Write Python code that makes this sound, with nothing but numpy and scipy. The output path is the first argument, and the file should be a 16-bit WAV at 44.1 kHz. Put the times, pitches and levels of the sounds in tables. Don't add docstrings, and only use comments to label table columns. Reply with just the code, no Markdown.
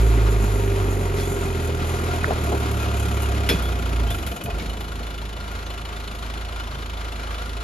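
import sys
import numpy as np
from scipy import signal
from scipy.fft import rfft, irfft, next_fast_len
from scipy.io import wavfile
from scipy.ndimage import uniform_filter1d

SR = 44100
rng = np.random.default_rng(int(sys.argv[2]) if len(sys.argv) > 2 else 0)


def to_linear_factor(level_db):
    exponent = np.asarray(level_db, float) / 20
    return 10 ** exponent


def dump_mix(stems):
    frames = np.atleast_2d(stems).T
    limited = np.clip(frames, -1, 1)
    pcm = np.round(limited * 32767).astype(np.int16)
    wavfile.write(sys.argv[1], SR, pcm)


N = 336483


def unit(x):
    return x / np.sqrt(np.mean(x ** 2))


def curves(table):
    s, *columns = np.transpose(table)
    return [np.interp(np.arange(N) / SR, s, c) for c in columns]


def colour(x, points):
    hz, db = np.transpose(points)
    size = next_fast_len(N)
    f = np.maximum(np.fft.rfftfreq(size, 1 / SR), 1)
    gain = to_linear_factor(np.interp(np.log(f), np.log(hz), db, left=-60, right=-60))
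    return irfft(rfft(x, size) * gain, size)[:, :N]


def colour_short(x, hz):
    band = signal.butter(2, [hz * 0.58, hz * 1.4], "bandpass", fs=SR, output="sos")
    return unit(signal.sosfilt(band, x))


def ring(x, hz, t60):
    r, w = np.exp(-np.log(1000) / (t60 * SR)), 2 * np.pi * hz / SR
    return signal.lfilter([0, np.sin(w)], [1, -2 * r * np.cos(w), r * r], x)


def noise():
    return rng.standard_normal((2, N))


def walk(rate):
    levels = np.interp(np.arange(N) * rate / SR, np.arange(2000), rng.standard_normal(2000))
    return uniform_filter1d(levels, int(SR / rate / 2))


def add(track, s, sound):
    i = int(s * SR)
    track[:, i:i + sound.shape[-1]] += sound[..., :N - i]


def idling():
    declutch_s = 4.35
    return np.clip((np.arange(N) / SR - declutch_s) / .1 + .5, 0, 1)


def settle(pull_db, idle_db, eases_s, tau_s):
    after = np.maximum(np.arange(N) / SR - eases_s, 0)
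    return idle_db + (pull_db - idle_db) * np.exp(-after / max(tau_s, .02))


def struck(since, late):
    return np.diff((since > late) * 1., prepend=1) > 0


# start in seconds, peak in dB, centre in Hz, length in seconds.
THUDS = [(1.685, -23, 364.4, 0.025), (2.269, -25.5, 480, 0.064), (2.304, -15.5, 620, 0.018),
         (2.321, -21, 353, 0.011), (2.424, -23, 210, 0.028), (2.474, -21.5, 335, 0.037),
         (2.516, -17, 505, 0.038), (2.552, -34, 638, 0.034), (3.49, -14, 360, 0.041),
         (3.536, -16.5, 198, 0.022), (4.008, -24, 242, 0.022), (4.48, -21.5, 560, 0.017),
         (4.994, -31, 470, 0.041), (4.438, -24, 150, .05), (4.6, -28, 150, 0.072)]
# start in seconds, peak in dB, pitch in Hz.
TWIG_SNAPS = [
    (2.243, -6.5, 1580),
]


def thuds():
    out = np.zeros((2, N))
    t = np.arange(SR // 5) / SR
    for s, db, hz, length in THUDS:
        shape = (t / length) * np.exp(1 - 3 * t / length) * 3
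        bump = colour_short(rng.standard_normal((2, len(t))), hz)
        add(out, s, to_linear_factor(db - 5.5) * shape * bump)
    for s, db, hz in TWIG_SNAPS:
        pulse = np.exp(-((t - .0012) / 0.00064) ** 2) * np.sin(2 * np.pi * hz * t)
        add(out, s, to_linear_factor(db) * pulse * np.ones((2, 1)))
    return out


# start in seconds, peak in dB, crack in dB, tail in seconds.
CLANKS = [(1.1694, -19.5, -32, 0.061), (1.199, -16.5, -24.5, 0.015), (2.436, -31, -4, 0.015),
          (2.7123, -25, -10, 0.03), (3.2197, -24, -7, 0.018), (3.4896, -0.5, -21, 0.039),
          (3.622, -22, -12, 0.11), (3.8228, -22.5, -28, 0.018), (4.103, -17, -14.5, 0.091),
          (4.264, -16.5, -16, 0.078), (4.4374, -25, -5.5, 0.024), (4.5965, -15.5, -30, 0.075),
          (4.8045, -27, -15, 0.09)]


def steel_cracks():
    low, high = np.zeros((2, 2, N))
    t = np.arange(SR // 8) / SR
    for s, db, crack_db, tail in CLANKS:
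        decay = 0.7 * np.exp(-t / 0.0094) + .5 * np.exp(-t / max(tail, .004))
        shape = (1 - np.exp(-t / 0.00024)) * decay
        add(low, s, to_linear_factor(db - 17.5) * shape * rng.standard_normal((2, len(t))))
        add(high, s, to_linear_factor(db + crack_db) * shape * rng.standard_normal((2, len(t))))
    body = colour(low, [(500, -6), (1800, 10.5), (4000, 5.0), (7500, -8)])
    return body + colour(high, [(5000, -10), (8000, 1), (12000, 5), (13800, -15)])


# frequency in Hz, level in dB, 60 dB decay in seconds.
PLATE_MODES = [(2300, -3, .06), (2490, -7, .24), (3400, 0, .19), (3455, -4, .17), (4170, -9, .14),
               (5216, -2, .09)]
# start in seconds, blow in dB.
STRIKES = [
    (3.488, -45),
    (3.498, -23),
]


def steel_plates():
    blow = np.zeros((2, N))
    for s, db in STRIKES:
        add(blow, s, to_linear_factor(db) * np.ones((2, 1)))
    return sum(to_linear_factor(db) * ring(blow, f, t60) for f, db, t60 in PLATE_MODES)


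# start in seconds, start in Hz, end in Hz, length in seconds, level in dB.
SQUEAKS = [
    (1.21, 3400, 3390, 0.055, -41),
    (3.204, 2810, 2860, 0.056, -40),
    (3.62, 3330, 3420, 0.074, -39),
    (4.077, 3050, 3330, 0.037, -38),
    (4.108, 3480, 3480, 0.027, -36),
    (4.595, 2200, 2230, .03, -41),
    (5.643, 6300, 6340, 0.042, -50),
]


def squeaks():
    out = np.zeros((2, N))
    t = np.arange(SR // 8) / SR
    for s, start_hz, end_hz, length, db in SQUEAKS:
        part = np.clip(t / length, 0, 1)
        chatter = 1 + 0.59 * unit(uniform_filter1d(rng.standard_normal((2, len(t))), size=80))
        angle = 2 * np.pi * np.cumsum(start_hz + (end_hz - start_hz) * part) / SR
        add(out, s, to_linear_factor(db) * np.sqrt(np.abs(np.sin(np.pi * part))) * chatter * np.sin(angle))
    return out


# centre in seconds,
# level in dB, length in seconds.
PUFFS = [
    (1.206, -38, .04),
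    (7.464, -53, .12),
]
# frequency in Hz, level in dB per Hz.
PUFF_SPECTRUM = [(2500, -12), (4200, -7), (5600, -8), (11000, -6), (13800, -22)]


def air_puffs():
    t = np.arange(N) / SR
    puffs = sum(to_linear_factor(db) * np.exp(-((t - s) / length) ** 2) for s, db, length in PUFFS)
    return puffs * unit(colour(noise(), PUFF_SPECTRUM))


# frequency in Hz, level in dB per Hz.
FAN_SPECTRUM = [(1500, -3), (4000, -25), (5600, -12.5), (6700, 5), (7500, 1), (9000, 2), (11500, 1),
                (12600, -7), (13800, -7)]


def fan(knock, hz):
    level_db = settle(pull_db=-52.5, idle_db=-81.5, eases_s=3.5, tau_s=4.8) + 0.1459 * (hz - 31)
    flutter_db = 8.5 + 2.6 * walk(25) + 1.84 * walk(11.0)
    return to_linear_factor(level_db + flutter_db) * unit(colour(noise() * (1 + 2.0 * knock), FAN_SPECTRUM))


# frequency in Hz, level in dB per Hz.
RUMBLE_SPECTRUM = [(40, 5), (100, 0), (200, 0.5), (330, -1.5), (500, -5.5), (800, -11), (1200, -23),
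                   (2000, -28)]


def rumble(turns, revs):
    level_db = settle(pull_db=-31.5, idle_db=-40.5, eases_s=4.5, tau_s=0.58) + 0.1464 * revs
    throb = 1 + 0.043 * np.cos(2 * np.pi * (turns - .15))
    roar = unit(colour(noise() * throb * to_linear_factor(0.88 * walk(18)), RUMBLE_SPECTRUM))
    return to_linear_factor(level_db - 1.64) * roar


# frequency in Hz, width in Hz, level in dB.
PANELS = [(398.8, 18, 4.5), (310, 20, -22), (704, 17, -13.5), (930, 17, -12), (2000, 280, -12),
          (2420, 190, -15.5)]


def panel_drone(firing, since, revs):
    full_hz = 18.7
    level_db = settle(pull_db=-40.5, idle_db=-49.5, eases_s=4.1, tau_s=.1) + 0.6023 * np.minimum(revs, full_hz)
    chance = rng.standard_normal((700, 2))
    late = .002 + .00022 * np.clip(chance[firing, 0], -3, 3)
    kicks = unit(struck(since, late) * to_linear_factor(chance[firing, 1] + 9.4 * (firing % 2)))
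    modes = [to_linear_factor(db) * unit(ring(kicks + f / 2200 * noise(), f, 2.2 / width)) for f, width, db in PANELS]
    return to_linear_factor(level_db - 2.0) * unit(sum(modes))


# frequency in Hz, level in dB per Hz.
GEAR_SPECTRUM = [(300, -3), (600, -4.5), (1300, -2.5), (1600, -0.5), (1850, -1), (2300, -5), (3000, -7.5),
                 (4200, -10), (4700, -13.5), (5600, -15.5), (6600, -17.5), (8000, -15.5), (12000, -23.5),
                 (13800, -38)]
# frequency in Hz, width in Hz, level in dB.
COVERS = [(724.5, 11, -12), (1423, 86, -9), (1244, 82, -19), (1634, 53, -11)]


def valve_gear():
    rattle = noise() * to_linear_factor(1.73 * walk(40))
    covers = sum(to_linear_factor(db) * unit(ring(rattle, f, 2.8 / width)) for f, width, db in COVERS)
    return unit(colour(rattle, GEAR_SPECTRUM)) + covers


# level in dB, in firing order.
CYLINDER_DB = [0, .9, -.7, 0]


def combustion(firing, since):
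    size = to_linear_factor(.8 * rng.standard_normal(700)[firing] + np.array(CYLINDER_DB)[firing % 4])
    burst = unit(size * (1 - np.exp(-since / 0.005)) ** 2 * np.exp(-since / 0.0062))
    return size, burst


# frequency in Hz, level pulling in dB,
# level idling in dB, 60 dB decay in seconds.
BLOCK_MODES = [(694, 5.5, -5, 0.15), (1150, -28, -12.5, 0.028), (1394, 9.5, 6.5, 0.04),
               (2499, 4, -12.5, 0.05), (2956, -3, 0.5, 0.093), (3220, -2, -33, 0.025),
               (3480, -17, -1, 0.076), (3800, -15, -1.5, 0.05), (4175, -27, 4, 0.026),
               (5300, -24, -13, 0.034)]


def block_rings(firing, since, size, burst, hz):
    level_chance, sign_chance = rng.standard_normal((2, 700, len(BLOCK_MODES)))
    lug_db = .8 * np.maximum(26 - hz, 0)
    shake = struck(since, .005) * size + 0.097 * burst * noise()
    idle = idling() * (hz > 25)
    out = 0
    for k, (f, pull_db, idle_db, t60) in enumerate(BLOCK_MODES):
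        level_db = pull_db + lug_db * (f > 2000) + idle * (idle_db - pull_db)
        level_db = level_db + 2.3 * level_chance[firing, k]
        out = out + ring(shake * to_linear_factor(level_db) * np.sign(sign_chance[firing, k]), f, t60)
    return unit(out)


# frequency in Hz, level in dB per Hz.
KNOCK_SPECTRUM = [(400, -2), (1200, 2.5), (1900, -2.5), (2500, -1), (3200, -0.5), (4200, -6.5), (4800, -9),
                  (5600, -13.5), (8000, -10.5), (12000, -16), (13800, -31)]
# time in seconds, level in dB.
NEAR = [(0, -0.5), (1, -3), (2.1, 0.5), (3.3, 1), (4.1, 0), (7.63, 2.5)]


def clatter(firing, since, hz, size, burst, share):
    near_db, = curves(NEAR)
    level_db = settle(pull_db=-33.5, idle_db=-37.5, eases_s=4, tau_s=0.42) + near_db
    knock = unit(colour(noise() * burst, KNOCK_SPECTRUM))
    knock = knock + 1.02 * block_rings(firing, since, size, burst, hz)
    return to_linear_factor(level_db + 1.0) * ((1 - share) * 1.085 * valve_gear() + share * knock)


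# time in seconds, level in dB.
FUEL = [(0, 0), (.8, 0), (1.6, -0.5), (2.4, -0.5), (3.4, -0.5), (3.8, -5), (4.07, -2.5), (4.16, -3.5),
        (4.28, -6), (4.38, -38), (4.5, -5), (4.56, -2.5), (4.63, -15), (4.7, -7), (4.78, -11.5),
        (4.95, -11.5), (7.3, -11), (7.63, -10)]
# frequency in Hz, level in dB.
PIPE = [(20, -50), (40, -19.5), (56, 3.5), (72, -5), (88, -7), (106, -3.5), (135, -11), (170, -25.5)]
# level at full fuel in dB, share of the fuel change followed (0-1 or more),
# rise in dB per Hz of speed, extra at idle in dB.
ORDERS_DB = [(-17, 0.3, -0.07, 6), (-20.5, 1.33, 0.0033, 2.2), (-25, .5, -0.156, -5),
             (-28, 0.8, -2.7, -8.5)]
PULSE = [(1, -1.3, np.pi), (2, -1.4, .2), (3, 1.5, 1.3), (4, 2.5, -1.5)]
# multiple of the firing rate, level under order 3 in dB.
UPPER = [(5, -14), (6, -20), (7, -21.5), (9, -16)]


def exhaust(turns, hz):
    fuel_db, = curves(FUEL)
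    pipe_hz, pipe_db = np.transpose(PIPE)
    free = idling()
    dbs = []
    for order, (db, follows, db_per_hz, idle_db) in enumerate(ORDERS_DB, 1):
        load_db = follows * fuel_db + db_per_hz * np.maximum(hz - 29, 0) + idle_db * free
        dbs.append(db + load_db + np.interp(np.log(order * hz), np.log(pipe_hz), pipe_db))
    out = 0
    for db, (k, pulling, idle) in zip(dbs, PULSE):
        slip = (k == 1) * .065 * (35 - hz)
        angle = k * 2 * np.pi * turns + (1 - free) * (pulling + slip) + free * idle
        out = out + to_linear_factor(db + .5 * k * walk(16)) * np.cos(angle + 0.11 * k * walk(18))
    for k, db in UPPER:
        out = out + to_linear_factor(dbs[2] + db + 5.1 * walk(12)) * np.cos(k * 2 * np.pi * turns + 0.87 * walk(7.6))
    return np.sqrt(2) * out


# time in seconds, rate in firings a second.
SPEED = [(0.0, 56.3), (0.45, 51.54), (0.89, 47.71), (1.54, 42.86), (1.68, 39.7), (1.94, 41.87),
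         (2.26, 40.68), (2.51, 36.09), (2.72, 36.16), (2.84, 35.2), (3.44, 33.89), (3.64, 30.3),
         (4.03, 28.23), (4.35, 20.41), (4.52, 23.34), (4.6, 26.95), (5.64, 26.74), (7.63, 26.84)]


def scene():
    hz, = curves(SPEED)
    revs = hz - 27
    turns = np.cumsum(hz) / SR + .62
    fired = turns + .24 + .02 * np.maximum(revs, 0)
    firing = fired.astype(int)
    since = (fired - firing) / hz
    size, burst = combustion(firing, since)
    share = np.clip(0.47 - 0.013 * revs, 0, 1)
    out = thuds() + steel_cracks() + steel_plates() + squeaks()
    out = out + air_puffs() + fan(burst * share, hz)
    out = out + rumble(fired, revs) + panel_drone(firing, since, revs)
    return out + clatter(firing, since, hz, size, burst, share) + exhaust(turns, hz)


def gate_bands(ports):
    sums = [ports.sum(0) / 2, (ports[0] - ports[1]) / 2]
    f, s, (mid, side) = signal.stft(sums, SR, nperseg=2048, noverlap=1024)
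    frames = mid.shape[1]
    held = np.cumsum(rng.random(frames) < .45)
    low = rng.choice([7400, 7700, 8300], frames, p=[.4, .5, .1])[held]
    high = rng.choice([8900, 9250, 9600], frames, p=[.2, .2, .6])[held]
    top = rng.choice([13100, 13500, 13850], frames, p=[.55, .3, .15])[held]
    slim = (s < 1.85) & (rng.random(frames)[held] < .45)
    low, high = np.where(slim, 8300, low), np.where(slim, 8900, high)
    shut = rng.random(frames) > .03
    treble = np.abs(mid[f > 9600]).mean(0) + 1e-9
    shut &= treble < to_linear_factor(4.6) * np.roll(treble, 1)
    f = f[:, None]
    mid = mid * ~((f > low) & (f < high) & shut | (f > top))
    side = side * (f < 12400)
    mid, side = signal.istft([mid, side], SR, nperseg=2048, noverlap=1024)[1][:, :N]
    return np.array([mid + side, mid - side])


def top_cut(x):
    return signal.sosfilt(signal.butter(12, 13870, fs=SR, output="sos"), x)


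# frequency in Hz,
# lag of the right port in radians, likeness 0-1, left minus right in dB.
PORTS = [(0, 0, 1, -0.6), (150, 0.25, 0.95, -0.2), (427, 0.69, 1, -0.5), (930, 1.39, 0.95, 5),
         (1545, 2, 0.64, 1.5), (1562, 3.5, 0.64, 1), (2590, 7, 0.89, 1), (3030, 7, 0.71, 1.5),
         (4420, 7, 0.6, 1.5), (5660, 7, 0.44, 7), (5620, 3, 0.2, -2), (7040, 8.5, 0.46, 2),
         (7070, 4.5, 0, 8),
         (7600, np.pi, .9, 0), (8300, np.pi, .96, 0), (8900, np.pi, .96, 0), (9500, 2.7, .9, 0),
             (9900, 2.3, .85, 0), (12200, .9, .82, 0), (12600, 0, 1, 0), (22050, 0, 1, 0)]


def record(dry):
    hz, lag, like, pan_db = np.transpose(PORTS)
    f = np.fft.rfftfreq(N, 1 / SR)
    like = np.clip(np.interp(f, hz, like), 0, 1)
    tilt = to_linear_factor(np.interp(f, hz, pan_db) / 2)
    direct, scatter = rfft(dry)
    right = like * direct + np.sqrt(1 - like ** 2) * scatter
    right = right * np.exp(-1j * np.interp(f, hz, lag))
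    ports = irfft(np.array([direct * tilt, right / tilt]), N)
    mix = gate_bands(.85 * np.tanh(ports / .85))
    return top_cut(mix)


dry = scene()
out = record(dry)
dump_mix(out)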